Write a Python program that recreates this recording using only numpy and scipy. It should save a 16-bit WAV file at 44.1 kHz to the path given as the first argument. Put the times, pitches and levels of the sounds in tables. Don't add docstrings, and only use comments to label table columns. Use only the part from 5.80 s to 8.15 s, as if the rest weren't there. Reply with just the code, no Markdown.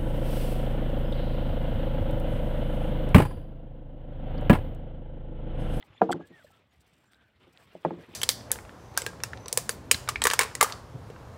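import sys
import numpy as np
from scipy import signal
from scipy.io import wavfile

SR = 44100
rng = np.random.default_rng(int(sys.argv[2]) if len(sys.argv) > 2 else 0)


def wav_record(signal):
    frames = np.transpose(np.atleast_2d(signal))
    bounded = np.clip(frames, -1, 1)
    quanta = np.round(bounded * 32767).astype(np.int16)
    wavfile.write(sys.argv[1], SR, quanta)


def level_to_linear(level):
    exponent = np.asarray(level, float) / 20
    return 10 ** exponent


N = 103635


def rms_one(x):
    return x / np.sqrt(np.mean(x ** 2) + 1e-20)


def drift(rate_hz):
    hop, settle = 40, 2000
    r = np.exp(-2 * np.pi * rate_hz * hop / SR)
    chance = rng.standard_normal(N // hop + settle + 2)
    slow = rms_one(signal.lfilter([1], [1, -2 * r, r * r], chance)[settle:])
    return np.interp(np.arange(N) / hop, np.arange(len(slow)), slow)


def add(out, start_s, piece):
    i = int(start_s * SR)
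    out[i:i + len(piece)] += piece[:N - i]


def banded_noise(spectrum, patchy_db):
    out = 0
    edges = 24 * 2 ** np.arange(0, 9.6, 1 / 4)
    white = rng.standard_normal((2, N + SR // 4))
    table_hz, table_db = np.transpose(spectrum)
    together = drift(12)
    for k, (low, high) in enumerate(zip(edges, edges[1:])):
        centre = np.log(low * high) / 2
        level_db = np.interp(centre, np.log(table_hz), table_db, left=-70, right=-70)
        band_pass = signal.butter(2, [low, high], "band", fs=SR, output="sos")
        band = signal.sosfilt(band_pass, white[k % 2])[-N:]
        out = out + band * level_to_linear(level_db + patchy_db * (together + drift(14)))
    return rms_one(out)


def resonance(x, hz, width_hz):
    r = np.exp(-np.pi * width_hz / SR)
    for _ in range(2):
        x = signal.lfilter([1, 0, -1], [1, -2 * r * np.cos(2 * np.pi * hz / SR), r * r], x)
    return x / np.abs(x).max()


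# t/s, level/dB
WASH_LEVEL = [
    (0, -64),
    (0.299, -68),
    (0.701, -65),
    (.85, -70.5),
    (1.6, -72.5),
    (1.7, -66),
    (2.0, -65.5),
    (2.35, -61.5),
]
# f/Hz, level/dB per Hz
SEA_SPECTRUM = [(25, -20), (60, -7), (110, 3.5), (300, 4.5), (800, -0.5), (3300, -4), (5200, -23.5),
                (15500, -36.5)]
# f/Hz, level/dB per Hz
LAPPING_SPECTRUM = [(40, -17.5), (70, 0), (100, -3), (160, -10), (260, -15.5)]


def water():
    sea_db, lapping_db = 3.5, -69.5
    wash_db = np.interp(np.arange(N) / SR, *np.transpose(WASH_LEVEL))
    lapping = banded_noise(LAPPING_SPECTRUM, patchy_db=2.5)
    lapping *= level_to_linear(lapping_db + 0.34 * (wash_db - wash_db.mean()))
    return level_to_linear(wash_db + sea_db) * banded_noise(SEA_SPECTRUM, patchy_db=2.38) + lapping


# t/s, peak
# level/dB, f/Hz, length/ms
DROP_EVENTS = [(.010, -53, 3250, 3), (.0262, -42, 3250, 1.6), (.177, -52, 3440, 10),
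               (.3273, -20, 1440, 2.6), (.3318, -31, 1440, 5), (1.3335, -53, 1500, 2.5),
               (1.345, -56, 3700, 2.5), (1.7743, -40, 3500, .7), (1.7748, -50, 2200, 1.5),
               (.101, -48, 108, 14), (.404, -52, 1220, 9), (1.130, -57, 130, 10), (.022, -56, 1980, 14),
               (.036, -57, 810, 14), (.146, -60, 820, 12), (.30, -52, 75, 40), (.42, -56, 95, 40),
               (.592, -56, 620, 10), (.644, -51, 585, 16), (.647, -57, 480, 14), (.666, -58, 1720, 12),
               (.703, -60, 790, 10), (1.855, -56, 120, 25), (2.058, -39, 163, 50), (2.197, -49, 145, 22),
               (2.31, -54, 80, 19), (.004, -56, 320, 12), (.024, -56, 850, 6), (.03, -60, 1250, 8),
               (1.3325, -63, 8600, 4), (1.345, -63, 4800, 2.5), (1.243, -63, 1500, 8), (.505, -65, 1980, 8),
               (.528, -66, 3080, 8), (.64, -67, 4050, 12), (2.315, -58, 800, 10), (2.336, -50, 250, 5),
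               (2.055, -51, 78, 30), (2.165, -51, 105, 22), (2.107, -48, 2000, 1.2), (.214, -49, 68, 18),
               (.222, -38, 158, 16), (.304, -30, 650, 7), (2.225, -54, 110, 22)]


def drops():
    pitch_rise, attack = 0.03, 0.25
    out, uneven = np.zeros(N), level_to_linear(3 * drift(120))
    for start_s, db, hz, ms in DROP_EVENTS:
        u = np.arange(int(2 * ms * SR / 1000)) * 1000 / SR / ms
        shape = np.minimum(u / attack, 1) * np.exp(-2.5 * np.maximum(u - attack, 0) ** 2)
        if 8 < ms < 20:
            shape *= uneven[int(start_s * SR):][:len(u)]
        phase = 2 * np.pi * np.cumsum(hz * (1 + pitch_rise * u)) / SR
        add(out, start_s, level_to_linear(db) * shape * np.sin(phase))
    return out


# t/s, level/dB, length/ms, tilt/dB per octave
SNAP_EVENTS = [(.0262, -46.5, 2, -21.5), (0.3155, -30.5, 1.8, 2.5), (0.3201, -33, 7.3, 6),
               (0.3214, -24, 1.2, -2), (.3242, -37, 5.4, 0.5), (0.3274, -25.5, 3.4, -3),
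               (0.3311, -34.5, 2.5, -0.5), (.473, -58.5, 2.5, 3), (.625, -53.5, 3.2, -16),
               (0.771, -60.5, 1.68, -8.5), (1.333, -49.5, 1.3, -7)]
# f/Hz, width/Hz, level/dB
CRACK_RESONANCES = [(2030, 510, -13), (3280, 370, -7), (4470, 440, -11), (6100, 1500, -11),
                    (7940, 1300, -5.5), (11100, 1500, -21), (14000, 2500, -22)]


def snaps():
    out, t = np.zeros(N), np.arange(SR // 25) / SR
    for start_s, db, ms, tilt_db in SNAP_EVENTS:
        burst = rng.standard_normal(len(t)) * np.exp(-2000 * t / ms)
        burst[0] = 2.8
        for hz, width_hz, level_db in CRACK_RESONANCES:
            tilted_db = db + level_db + tilt_db * np.log2(hz / 3300)
            add(out, start_s, resonance(burst, hz, width_hz) * level_to_linear(tilted_db))
    return out


# t/s, length/s, level/dB
RUSTLE_EVENTS = [(.035, 0.042, -70), (.212, .02, -83), (0.452, .04, -72), (.63, 0.03, -73),
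                 (0.702, 0.022, -70), (.998, .03, -70), (1.06, 0.04, -80), (1.13, .016, -76),
                 (1.312, 0.037, -78), (1.72, 0.03, -76), (1.928, 0.02, -80), (2.195, 0.037, -73),
                 (.925, .02, -82), (1.18, .012, -81), (1.235, .012, -81), (0.469, 0.34, -76),
                 (0.72, 1.0, -83), (1.756, 0.11, -75), (1.56, 0.86, -80), (2.144, 0.42, -74)]
# f/Hz, level/dB per Hz
RUSTLE_SPECTRUM = [(2500, -41.5), (4200, 1), (5600, 1), (6700, -13.5), (8200, 3.5), (9500, -7.5),
                   (13500, -5.5), (16000, -6.5)]


def rustles():
    swell = np.zeros(N)
    for start_s, length_s, db in RUSTLE_EVENTS:
        add(swell, start_s, level_to_linear(db) * np.hanning(int(length_s * SR)) ** 0.48)
    grain = level_to_linear(3 * drift(150))
    return swell * grain * banded_noise(RUSTLE_SPECTRUM, patchy_db=1.5)


# t/s, length/s, from f/Hz, to f/Hz, level/dB
SQUEAK_EVENTS = [
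    (0.39, 0.087, 1590, 1740, -61),
    (0.504, .132, 1937, 1200, -59),
    (.695, 0.09, 1330, 1330, -69),
    (.135, 0.04, 6560, 7250, -78),
    (.49, .03, 6900, 7300, -81),
    (0.89, 0.04, 6800, 6900, -86),
    (1.155, 0.088, 7100, 7750, -84.5),
    (1.251, 0.052, 6900, 7500, -80),
]


def squeaks():
    out = np.zeros(N)
    flutter, wobble = level_to_linear(3.2 * drift(50)), 1 + 0.011 * drift(30)
    for start_s, length_s, from_hz, to_hz, db in SQUEAK_EVENTS:
        u = np.linspace(0, 1, int(length_s * SR))
        glide = 0.35 * u + 0.65 * u ** 4 if to_hz < from_hz else u
        hz = (from_hz + (to_hz - from_hz) * glide) * wobble[int(start_s * SR):][:len(u)]
        shape = np.sin(np.pi * u ** 1.2) ** 0.5
        add(out, start_s, level_to_linear(db) * shape * np.sin(2 * np.pi * np.cumsum(hz) / SR))
    return out * flutter


# t/s, plank level/dB, contact/ms, shaft ring level/dB
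KNOCK_EVENTS = [(0.211, -23, 0.31, -37.5), (.2160, -16, 0.49, -6.5), (.2173, -32.5, 0.42, -16),
                (0.2207, -30, 0.9, -20), (0.2302, -19, 1.59, -16.5), (.2900, -27, 0.94, -24),
                (0.2935, -41, 0.89, -17), (0.3046, -24.5, 1.19, -12), (0.341, -26.5, 1.28, -42.5),
                (0.352, -32.5, 1.8, -35), (.394, -33.5, 1.8, -50), (0.409, -48.5, 0.38, -44.5),
                (0.503, -43.5, 2.27, -66.5), (0.52, -56, 1.3, -62.5), (1.668, -49.5, 1.87, -52.5),
                (1.951, -42, 1.8, -26), (2.0491, -18.5, 0.15, -16.5), (2.0566, -64, 1.25, -21.5),
                (2.1070, -29.5, 0.15, -32.5), (2.117, -37, 3.1, -27), (2.129, -30.5, 3.5, -48),
                (2.153, -46, 2.35, -47), (2.175, -33.5, 3.9, -61), (2.204, -49.5, 2.5, -59.5),
                (2.284, -42.5, 3.5, -65), (2.335, -54, 1.5, -70)]


def struck(modes, column, start_s=0, end_s=9):
    mode_spread_db = 1.5
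    out, spread = np.zeros(N), rng.standard_normal((len(KNOCK_EVENTS), len(modes)))
    for k, (hz, db, t60_s) in enumerate(modes):
        force = np.full(N, 1e-18)
        for knock, chance in zip(KNOCK_EVENTS, spread):
            if not start_s <= knock[0] < end_s:
                continue
            push = np.hanning(int(knock[2] * SR / 1000) + 3)
            push_db = knock[column] + db + mode_spread_db * chance[k]
            add(force, knock[0], push / (len(push) / 2) * level_to_linear(push_db))
        r, w = level_to_linear(-60 / (t60_s * SR)), 2 * np.pi * hz / SR
        ring = signal.lfilter([0, np.sin(w)], [1, -2 * r * np.cos(w), r * r], force)
        out += ring * (-1) ** k
    return out


# f/Hz, level/dB, t60/s
STERN_PLANKS = [(165, -11, 0.14), (189.4, -5.5, 0.1), (284, -15, .07), (317.4, -3, 0.3), (377, -8, 0.059),
                (449.6, -0.5, 0.15), (500, -9.5, 0.032), (544, -13.5, 0.067), (601, -10.5, 0.039),
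                (639, -9, 0.073), (699, -4.5, 0.0692), (777, -8.5, .05), (898, -12.5, 0.04),
                (985, -15, 0.093)]
# f/Hz, level/dB, t60/s
HULL_PLANKS = [(104.2, -24.5, 0.32), (167.7, -6, 0.15), (185, -3.5, 0.054), (270, -4, 0.073),
               (289, -4.5, 0.086), (345.3, -1.5, 0.11), (439, -6.5, 0.12), (452, -1.5, 0.046),
               (535, -5, 0.088), (645, -2.5, 0.034), (654, -13, 0.066), (868, 1.5, 0.029),
               (998, -14.5, 0.036), (1047, -3.5, 0.027)]
# f/Hz, level/dB, t60/s
SHAFT_MODES = [(742, 3.5, 0.028), (1004, -7.5, 0.023), (1185, -8, 0.026), (1376, -9.5, 0.032),
               (1628, -13.5, 0.026), (1972, -27.5, .025), (2436, -32.5, 0.034), (3180, -44.5, .02)]
# f/Hz, level/dB, t60/s
LOW_GRIP_MODES = [(621, 2.5, 0.028), (887, -2.5, 0.02), (1064, -3.5, 0.037), (1213, -11.5, 0.03),
                  (1410, -19.5, 0.031), (1640, -21.5, 0.047), (1943, -23.5, 0.051), (2375, -27, 0.038),
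                  (3330, -40.5, 0.022)]


def wood():
    leave_stern_s, regrip_s = 0.25, 1.2
    scatter_db, scatter_t60_s, scatter_rise_s = -10.5, 0.17, 0.006
    rung = struck(STERN_PLANKS, column=1, end_s=leave_stern_s)
    rung += struck(HULL_PLANKS, column=1, start_s=leave_stern_s)
    rung += struck(SHAFT_MODES, column=3, end_s=regrip_s)
    rung += struck(LOW_GRIP_MODES, column=3, start_s=regrip_s)

    t, power = np.arange(SR // 3) / SR, np.zeros(N)
    for start_s, plank_db, _, _ in KNOCK_EVENTS:
        tail = level_to_linear(plank_db + scatter_db - 60 * t / scatter_t60_s) * np.minimum(t / scatter_rise_s, 1)
        add(power, start_s, tail ** 2)
    dull_band = signal.butter(2, [190, 520], "band", fs=SR, output="sos")
    rung += np.sqrt(power) * rms_one(signal.sosfilt(dull_band, rng.standard_normal(N)))
    return signal.sosfilt(signal.butter(2, 120.1, "high", fs=SR, output="sos"), rung)


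def spray():
    spray_db, spray_ms = -33, 3
    out, t = np.zeros(N), np.arange(SR // 25) / SR
    for start_s, _, _, shaft_db in KNOCK_EVENTS:
        burst = rng.standard_normal(len(t)) * np.exp(-1000 * t / spray_ms)
        add(out, start_s, level_to_linear(spray_db + shaft_db) * resonance(burst, hz=2200, width_hz=1500))
    return out


def trickle():
    start_s, length_s, level_db = 1.22, 0.36, -71
    out, size = np.zeros(N), int(length_s * SR)
    uneven = rng.standard_normal(N) * level_to_linear(4 * drift(25))
    flow = resonance(uneven, hz=1530, width_hz=320)[:size]
    add(out, start_s, level_to_linear(level_db) * rms_one(flow) * np.hanning(size) ** 0.5)
    return out


def scene():
    return (wood() + spray() + snaps() + drops() + squeaks() + trickle() + rustles() + water())[None]


def roll_off(x):
    return signal.sosfilt(signal.butter(12, 15790, fs=SR, output="sos"), x)


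def record(dry):
    mix = signal.sosfilt(signal.butter(2, 45, "high", fs=SR, output="sos"), dry)
    return roll_off(mix)


dry = scene()
out = record(dry)
wav_record(out)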